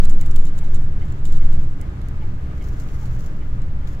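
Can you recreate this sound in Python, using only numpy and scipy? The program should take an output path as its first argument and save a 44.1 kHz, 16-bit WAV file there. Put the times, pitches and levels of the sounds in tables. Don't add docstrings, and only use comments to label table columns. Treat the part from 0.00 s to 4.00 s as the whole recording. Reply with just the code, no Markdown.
import sys
import numpy as np
from scipy import signal
from scipy.fft import rfft, irfft
from scipy.io import wavfile

SR = 44100
rng = np.random.default_rng(int(sys.argv[2]) if len(sys.argv) > 2 else 0)


def wav_record(signal):
    frames = np.transpose(np.atleast_2d(signal))
    bounded = np.clip(frames, -1, 1)
    quanta = np.round(bounded * 32767).astype(np.int16)
    wavfile.write(sys.argv[1], SR, quanta)


N = 176400
TIME, BIN_HZ = np.arange(N) / SR, np.fft.rfftfreq(N, 1 / SR)
BAND_EDGE_HZ = 15900


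def amp(db):
    return 10 ** (np.asarray(db) / 20)


def unit(x):
    return x / np.sqrt(np.mean(x ** 2) + 1e-20)


def at_hz(points, hz):
    point_hz, value = np.transpose(points)
    return np.interp(np.log(hz + 1), np.log(point_hz + 1), value)


def curve(rows, column=1):
    rows = np.array(rows)
    return np.interp(TIME, rows[:, 0], rows[:, column])


def add(mix, start_s, sound):
    part = mix[:, max(round(start_s * SR), 0):][:, :sound.shape[1]]
    part += sound[:, :part.shape[1]]


def pan(left_db):
    return amp(np.array([left_db, -left_db]).reshape(2, -1) / 2)


def wander(rate_hz):
    low_pass = np.exp(-(BIN_HZ / rate_hz) ** 2) * (BIN_HZ > 0)
    return unit(irfft(rfft(rng.standard_normal(N)) * low_pass, N))


def pair(a, b, coherence):
    mid, side = a * np.sqrt((1 + coherence) / 2), b * np.sqrt((1 - coherence) / 2)
    return np.array([mid + side, mid - side])


def colour(x, gain_db, size=2048):
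    log_gain = np.log(amp(gain_db(abs(np.fft.fftfreq(size, 1 / SR)))))
    taps = np.fft.ifft(np.exp(np.conj(signal.hilbert(log_gain)))).real[:size // 2]
    return signal.fftconvolve(x, taps[None] / np.linalg.norm(taps), axes=1)[:, :x.shape[1]]


# frequency_hz, relative_db
ROAD_SPECTRUM = [(12, -35), (20, -2), (30, -4.5), (43, -17), (70, -9), (96, -16.5), (113, -15.5),
                 (127, -18), (150, -18.5), (182, -23.5), (255, -33.5), (293, -29.5), (337, -34), (399, -35),
                 (499, -40), (607, -42), (1000, -44.5), (1220, -43.5), (1480, -45.5), (2140, -51.5),
                 (4180, -62), (7520, -70), (16000, -82)]
# centre_hz, width_hz, lift_db
CABIN_MODES = [(286, 52, 2), (587, 33, 4), (1223, 36, 3.5), (1650, 190, 2), (2125, 135, 2)]
# frequency_hz, coherence
ROAD_COHERENCE = [(20, 0.98), (120, 1), (250, 1), (500, 0.73), (1000, 0.36), (2000, 0.08), (4000, 0),
                  (16000, 0)]
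# frequency_hz, delay_ms
LEFT_DELAY = [(100, .36), (1300, .33), (1800, .2), (7000, .14)]
# time_s, gain_db
ROAD_ENVELOPE = [(0, 2.5), (.8, 1.5), (1.5, 1.5), (2, 0.4), (2.7, 1.5), (3.2, 0.9), (4, 1.5)]
def road(level_db=-26.5, flutter_db=0.64, floor_hz=17):
    lift_db = sum(db / (1 + (2 * (BIN_HZ - hz) / width_hz) ** 2) for hz, width_hz, db in CABIN_MODES)
    high_pass = 1 - np.exp(-(BIN_HZ / floor_hz) ** 4)
    noise = pair(*rfft(rng.standard_normal((2, N))), at_hz(ROAD_COHERENCE, BIN_HZ))
    left, right = noise * amp(at_hz(ROAD_SPECTRUM, BIN_HZ) + lift_db) * high_pass
    delay = np.exp(-2j * np.pi * BIN_HZ * at_hz(LEFT_DELAY, BIN_HZ) / 1000)
    rumble = unit(irfft(np.array([left * delay, right]), N))
    return rumble * amp(level_db + curve(ROAD_ENVELOPE) + flutter_db * wander(6.2))


# pitch_hz, level_db
ENGINE_TONES = [(59.3, -34.5), (125.5, -38.5), (173, -51.5), (290, -56)]
# centre_s, half_width_s, pitch_hz, level_db
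CABIN_HUMS = [(1.5, 0.081, 127, -32), (3.11, .07, 123.9, -31)]
def engine(drift_hz=2.04, waver_db=2.0):
    def tone(hz):
        return np.sin(2 * np.pi * np.cumsum(hz + drift_hz * wander(6.76)) / SR)
    drone = sum(amp(db) * unit(tone(hz) * amp(waver_db * wander(7.3))) for hz, db in ENGINE_TONES)
    hum = sum(amp(db) * unit(tone(hz)) * np.exp(-((TIME - centre_s) / half_width_s) ** 2)
              for centre_s, half_width_s, hz, db in CABIN_HUMS)
    return drone + hum


# time_s, gain_db
BOOM_ENVELOPE = [(0, -3), (.3, -1), (.6, -2.5), (.85, 1), (1.1, 1), (1.3, -1.5), (1.55, -0.5), (1.8, -0.5),
                 (2.05, -1), (2.3, 1), (2.55, -3), (2.85, -2.5), (3.12, 1.5), (3.3, -2.5), (3.6, 2),
                 (3.8, -0.5), (4, -2)]
# time_s, gain_db
GROWL_ENVELOPE = [(0, -0.5), (.4, 2.5), (.9, .5), (1.25, 1), (1.6, 2.5), (2.1, .5), (2.5, .5), (2.85, 1),
                  (3.1, -2.5), (3.5, 0), (4, -4)]
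def band_swells(rumble):
    def swell(envelope, centre_hz, octaves):
        band = np.exp(-(np.log2((BIN_HZ + 1) / centre_hz) / octaves) ** 4)
        return irfft(rfft(rumble) * band, N) * (amp(curve(envelope)) - 1)
    boom = swell(BOOM_ENVELOPE, centre_hz=105, octaves=0.71)
    growl = swell(GROWL_ENVELOPE, centre_hz=310, octaves=0.34)
    return rumble + boom + growl


THROB_HZ = 11.3
# time_s, level_db
THROB_ENVELOPE = [(0, -6), (.16, -4.5), (.24, -12), (.39, -4.5), (.5, -12), (.62, -14.5), (.73, -7.5),
                  (.92, -14), (1.17, -23.5), (1.26, -11), (1.35, -6), (1.52, -7), (1.7, -14), (1.95, -38.5),
                  (2.25, -17), (2.5, -27.5), (3.2, -22), (3.75, -18.5), (4, -26)]
def air_throb():
    return np.sqrt(2) * amp(curve(THROB_ENVELOPE)) * np.cos(2 * np.pi * THROB_HZ * TIME)


# gain_db, upper_modes_gain_db
RELAY_ACCENTS = [(2, 8), (7, 0), (3.5, 6.5), (-1.5, 10), (2.5, 4.5), (10, -1.5), (2.5, 7), (9, -5.5),
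                 (3, 3), (6, -3)]
# pitch_hz, level_db, decay_s, delay_s
RELAY_RESONANCES = [(840, -57.5, .015, .011), (2120, -62, .016, 0), (3060, -68, .013, .001)]
# after_s, gain_db
RELAY_IMPACTS = [(0, -1), (.01, -2)]
def relay(first_s=0.208, period_s=0.4, rise_s=0.002, scatter=0.045):
    out, t = np.zeros((2, N)), np.arange(SR // 8) / SR
    for k, (tick_db, upper_db) in enumerate(RELAY_ACCENTS):
        for hz, db, decay_s, delay_s in RELAY_RESONANCES:
            envelope = (1 - np.exp(-t / rise_s)) * np.exp(-t / decay_s)
            gain = amp(db + tick_db + upper_db * (hz > RELAY_RESONANCES[0][0]))
            for after_s, impact_db in RELAY_IMPACTS:
                detune, phase = rng.standard_normal((2, 12, 1))
                cluster = np.sin(2 * np.pi * (hz * (1 + scatter * detune) * t + phase)).sum(0)
                tick = unit(cluster * envelope) * np.sqrt(np.mean(envelope ** 2)) / envelope.max()
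                start_s = first_s + k * period_s + delay_s + after_s
                add(out, start_s, tick * gain * amp(impact_db) * pan(0))
    return out


def friction(spectrum, slips_per_s, spread_db, hiss, coherence):
    sizes = amp(spread_db * np.minimum(rng.exponential(1, N), 4))
    slips = sizes * (rng.random(N) < slips_per_s / SR)
    rubbing = pair(*rng.standard_normal((2, N)), coherence) * (unit(slips) + hiss)
    return unit(colour(rubbing, lambda hz: at_hz(spectrum, hz)))


# frequency_hz, relative_db
CLOTH_SPECTRUM = [(800, -21), (2500, -14.5), (4500, -4.5), (6700, 0), (7500, -1), (8300, -16),
                  (11000, -8.5), (15500, -9)]
# time_s, level_db, left_db
CLOTH_MOTION = [(0, -91, -9), (2.55, -67.5, -2), (2.65, -59, 9), (2.74, -63.5, 7), (2.81, -54.5, 6),
                (2.86, -61.5, 6), (2.93, -57, 5), (3, -57, 7.5), (3.1, -60.5, 5), (3.18, -63.5, 6),
                (3.197, -49.5, 8), (3.212, -60, 7), (3.26, -60.5, 8), (3.36, -66.5, 3), (3.5, -68, -3),
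                (3.84, -76, -3), (3.88, -57.5, 2), (3.93, -57.5, 6), (3.98, -71, -3)]
def cloth(flutter_db=2):
    rustle = friction(CLOTH_SPECTRUM, slips_per_s=690, spread_db=4, hiss=1.5, coherence=0.093)
    level_db = curve(CLOTH_MOTION) + flutter_db * wander(46)
    return rustle * amp(level_db) * pan(curve(CLOTH_MOTION, column=2))


# pitch_hz, relative_db, t60_s
RUNNER_MODES = [(2970, -4, .035), (3700, -3, .035), (4400, -6, .03), (5700, -6, .03), (7100, 0, .05),
                (7600, -1, .045), (9300, -9, .025), (14400, -10, .025)]
def runner_ring(detune, spread=0.0685, size=4096):
    t = np.arange(size) / SR
    hz, db, t60_s = np.transpose(RUNNER_MODES)[:, :, None]
    modes = amp(db - 60 * t / t60_s) * np.sin(2 * np.pi * hz * (1 + spread * detune) * t)
    return pair(*rng.standard_normal((2, len(RUNNER_MODES))), coherence=0.19) @ modes


def jingle(spread_db=4, contacts=1600):
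    out = np.zeros((2, N))
    for when, strength, tuning in rng.random((contacts, 3)):
        add(out, when * N / SR, runner_ring(2 * tuning - 1, size=2048) * amp(spread_db * strength))
    return unit(out)


# frequency_hz, relative_db
RAIL_SPECTRUM = [(400, -7), (1500, -8), (3500, 2), (5500, -2.5), (6500, 1), (7450, -10.5), (8200, -16),
                 (11000, -8.5), (15500, -9)]
# time_s, level_db
SLIDE_ENVELOPE = [(0, -58.5), (.12, -57), (.17, -57.5), (.38, -60), (.44, -55.5), (.52, -64), (.6, -62),
                  (.7, -61.5), (.8, -62), (.9, -64.5), (.99, -71), (1.06, -62.5), (1.17, -71), (1.27, -58),
                  (1.43, -60), (1.48, -64), (1.53, -57.5), (1.58, -62), (1.63, -60), (1.8, -72), (4, -96)]
def sliding_runners(chatter_db=3.5, lag_s=0.037, flutter_db=2):
    rubbing = friction(RAIL_SPECTRUM, slips_per_s=1200, spread_db=2.2, hiss=1.3, coherence=0.12)
    runners = amp(-0.5) * rubbing + amp(-3.5) * jingle()
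    shake_db = chatter_db * np.cos(2 * np.pi * THROB_HZ * (TIME - lag_s))
    return runners * amp(curve(SLIDE_ENVELOPE) + shake_db + flutter_db * wander(32)) * pan(-2.5)


def click(spectrum, db, low_db, top_db, left_db, scrape_db, snap_s, size=4096):
    rise_s, scrape_s, tail_s, left_lag_s = 0.0015, 0.0023, 0.013, 0.00014
    gain_db, ripple_db, tilt_share, neutral_low_db, neutral_top_db = 5.5, 2.5, 0.86, -20.5, -19.5
    t = np.arange(size) / SR
    envelope = (1 - np.exp(-t / rise_s)) * (np.exp(-t / scrape_s) + amp(-19) * np.exp(-t / tail_s))
    contact = pair(*rng.standard_normal((2, size)), coherence=0.11) * envelope * amp(scrape_db)
    contact[:, round(snap_s * SR)] += 1
    tilt = [(3500, low_db - neutral_low_db), (7200, 0),
            (11500, top_db - neutral_top_db), (BAND_EDGE_HZ, -0.5)]
    ripple = np.transpose([np.linspace(0, BAND_EDGE_HZ, 40), ripple_db * rng.standard_normal(40)])
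    def response_db(hz):
        return at_hz(spectrum, hz) + tilt_share * at_hz(tilt, hz) + at_hz(ripple, hz)
    left, right = colour(contact, response_db)
    return np.array([np.roll(left, round(left_lag_s * SR)), right]) * amp(db + gain_db) * pan(left_db)


# frequency_hz, relative_db
HOOK_SPECTRUM = [(500, -26.5), (2000, -12), (3500, -2), (5000, -6.5), (6300, -7), (7100, 2.5), (7750, -4),
                 (8300, -4), (9300, -5), (10200, -13.5), (11800, -11), (13000, -12), (14400, -9),
                 (15500, -8.5)]
# start_s, level_db, low_band_db, top_band_db, left_db, scrape_db
HOOK_IMPACTS = [(0.0468, -33, -19, -13, -7.0, -16), (0.0532, -25.5, -14, -6, -10, -19.5),
                (0.0962, -27.5, -21, -19, -7, -14), (0.1034, -34, -24, -20, -11, -16),
                (0.1087, -33, -25, -22, -4, -13), (0.2112, -24.5, -30, -20, -3.5, -11),
                (0.26, -33, -15, -12, -5, -7), (0.3102, -36.5, -22, -26, -9, -3.5),
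                (0.3603, -29.5, -22, -20, -5.5, -5), (0.453, -31.5, -28, -18, -5, -11),
                (0.579, -40, -22, -25, -5, -5), (0.5873, -34.5, -28, -24, -5, -5.5),
                (0.7447, -32, -32, -23, -6.5, -6.5), (0.757, -37, -25, -30, -4, -5),
                (1.0525, -47, -28, -28, -5, -5), (1.1217, -36, -29, -30, -5, -14),
                (1.2533, -30, -16, -21, -8, -9), (1.2624, -39, -25, -22, -10, -6.5),
                (1.273, -40, -26, -24, -6, -7), (1.3239, -30, -15, -25, -8, -13),
                (1.369, -40, -19, -25, -9, -11)]
# frequency_hz, relative_db
TICK_SPECTRUM = [(500, -26), (2000, -4), (3500, -1), (6000, -4.5), (7500, 0.5), (8700, -8), (11500, -8),
                 (14000, -20), (15500, -8)]
# start_s, level_db, low_band_db, top_band_db, left_db
HELD_TICKS = [(1.813, -33.5, -39, -13, -15.5), (2.0157, -39, -13, -15, -10), (2.0853, -37, -22, -10, -11),
              (2.799, -32.5, -23, -16, -7), (2.887, -34, -6, -20, 8), (3.056, -38.5, -17, -17, -13),
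              (3.6178, -37.5, -19, -23, -5), (3.873, -33, -10, -21, 1.5)]
def hooks(snap_s=0.00092, ring_db=-20.5, tick_gain_db=1):
    out = np.zeros((2, N))
    for start_s, db, low_db, top_db, left_db, scrape_db in HOOK_IMPACTS:
        add(out, start_s, click(HOOK_SPECTRUM, db, low_db, top_db, left_db, scrape_db, snap_s))
        ring = runner_ring(detune=rng.uniform(-0.98, 1))
        add(out, start_s + snap_s, ring * amp(db + ring_db) * pan(left_db))
    for start_s, *levels_db in HELD_TICKS:
        tick = click(TICK_SPECTRUM, *levels_db, scrape_db=-17, snap_s=snap_s)
        add(out, start_s, tick * amp(tick_gain_db))
    return out


def scene():
    cabin = band_swells(road() + engine()) + air_throb()
    curtain = hooks() + sliding_runners() + cloth()
    return cabin + relay() + curtain


def record(dry):
    low_pass = signal.firwin(511, BAND_EDGE_HZ, window=("kaiser", 9), fs=SR)
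    return signal.oaconvolve(dry, low_pass[None], "same")


dry = scene()
out = record(dry)
wav_record(out)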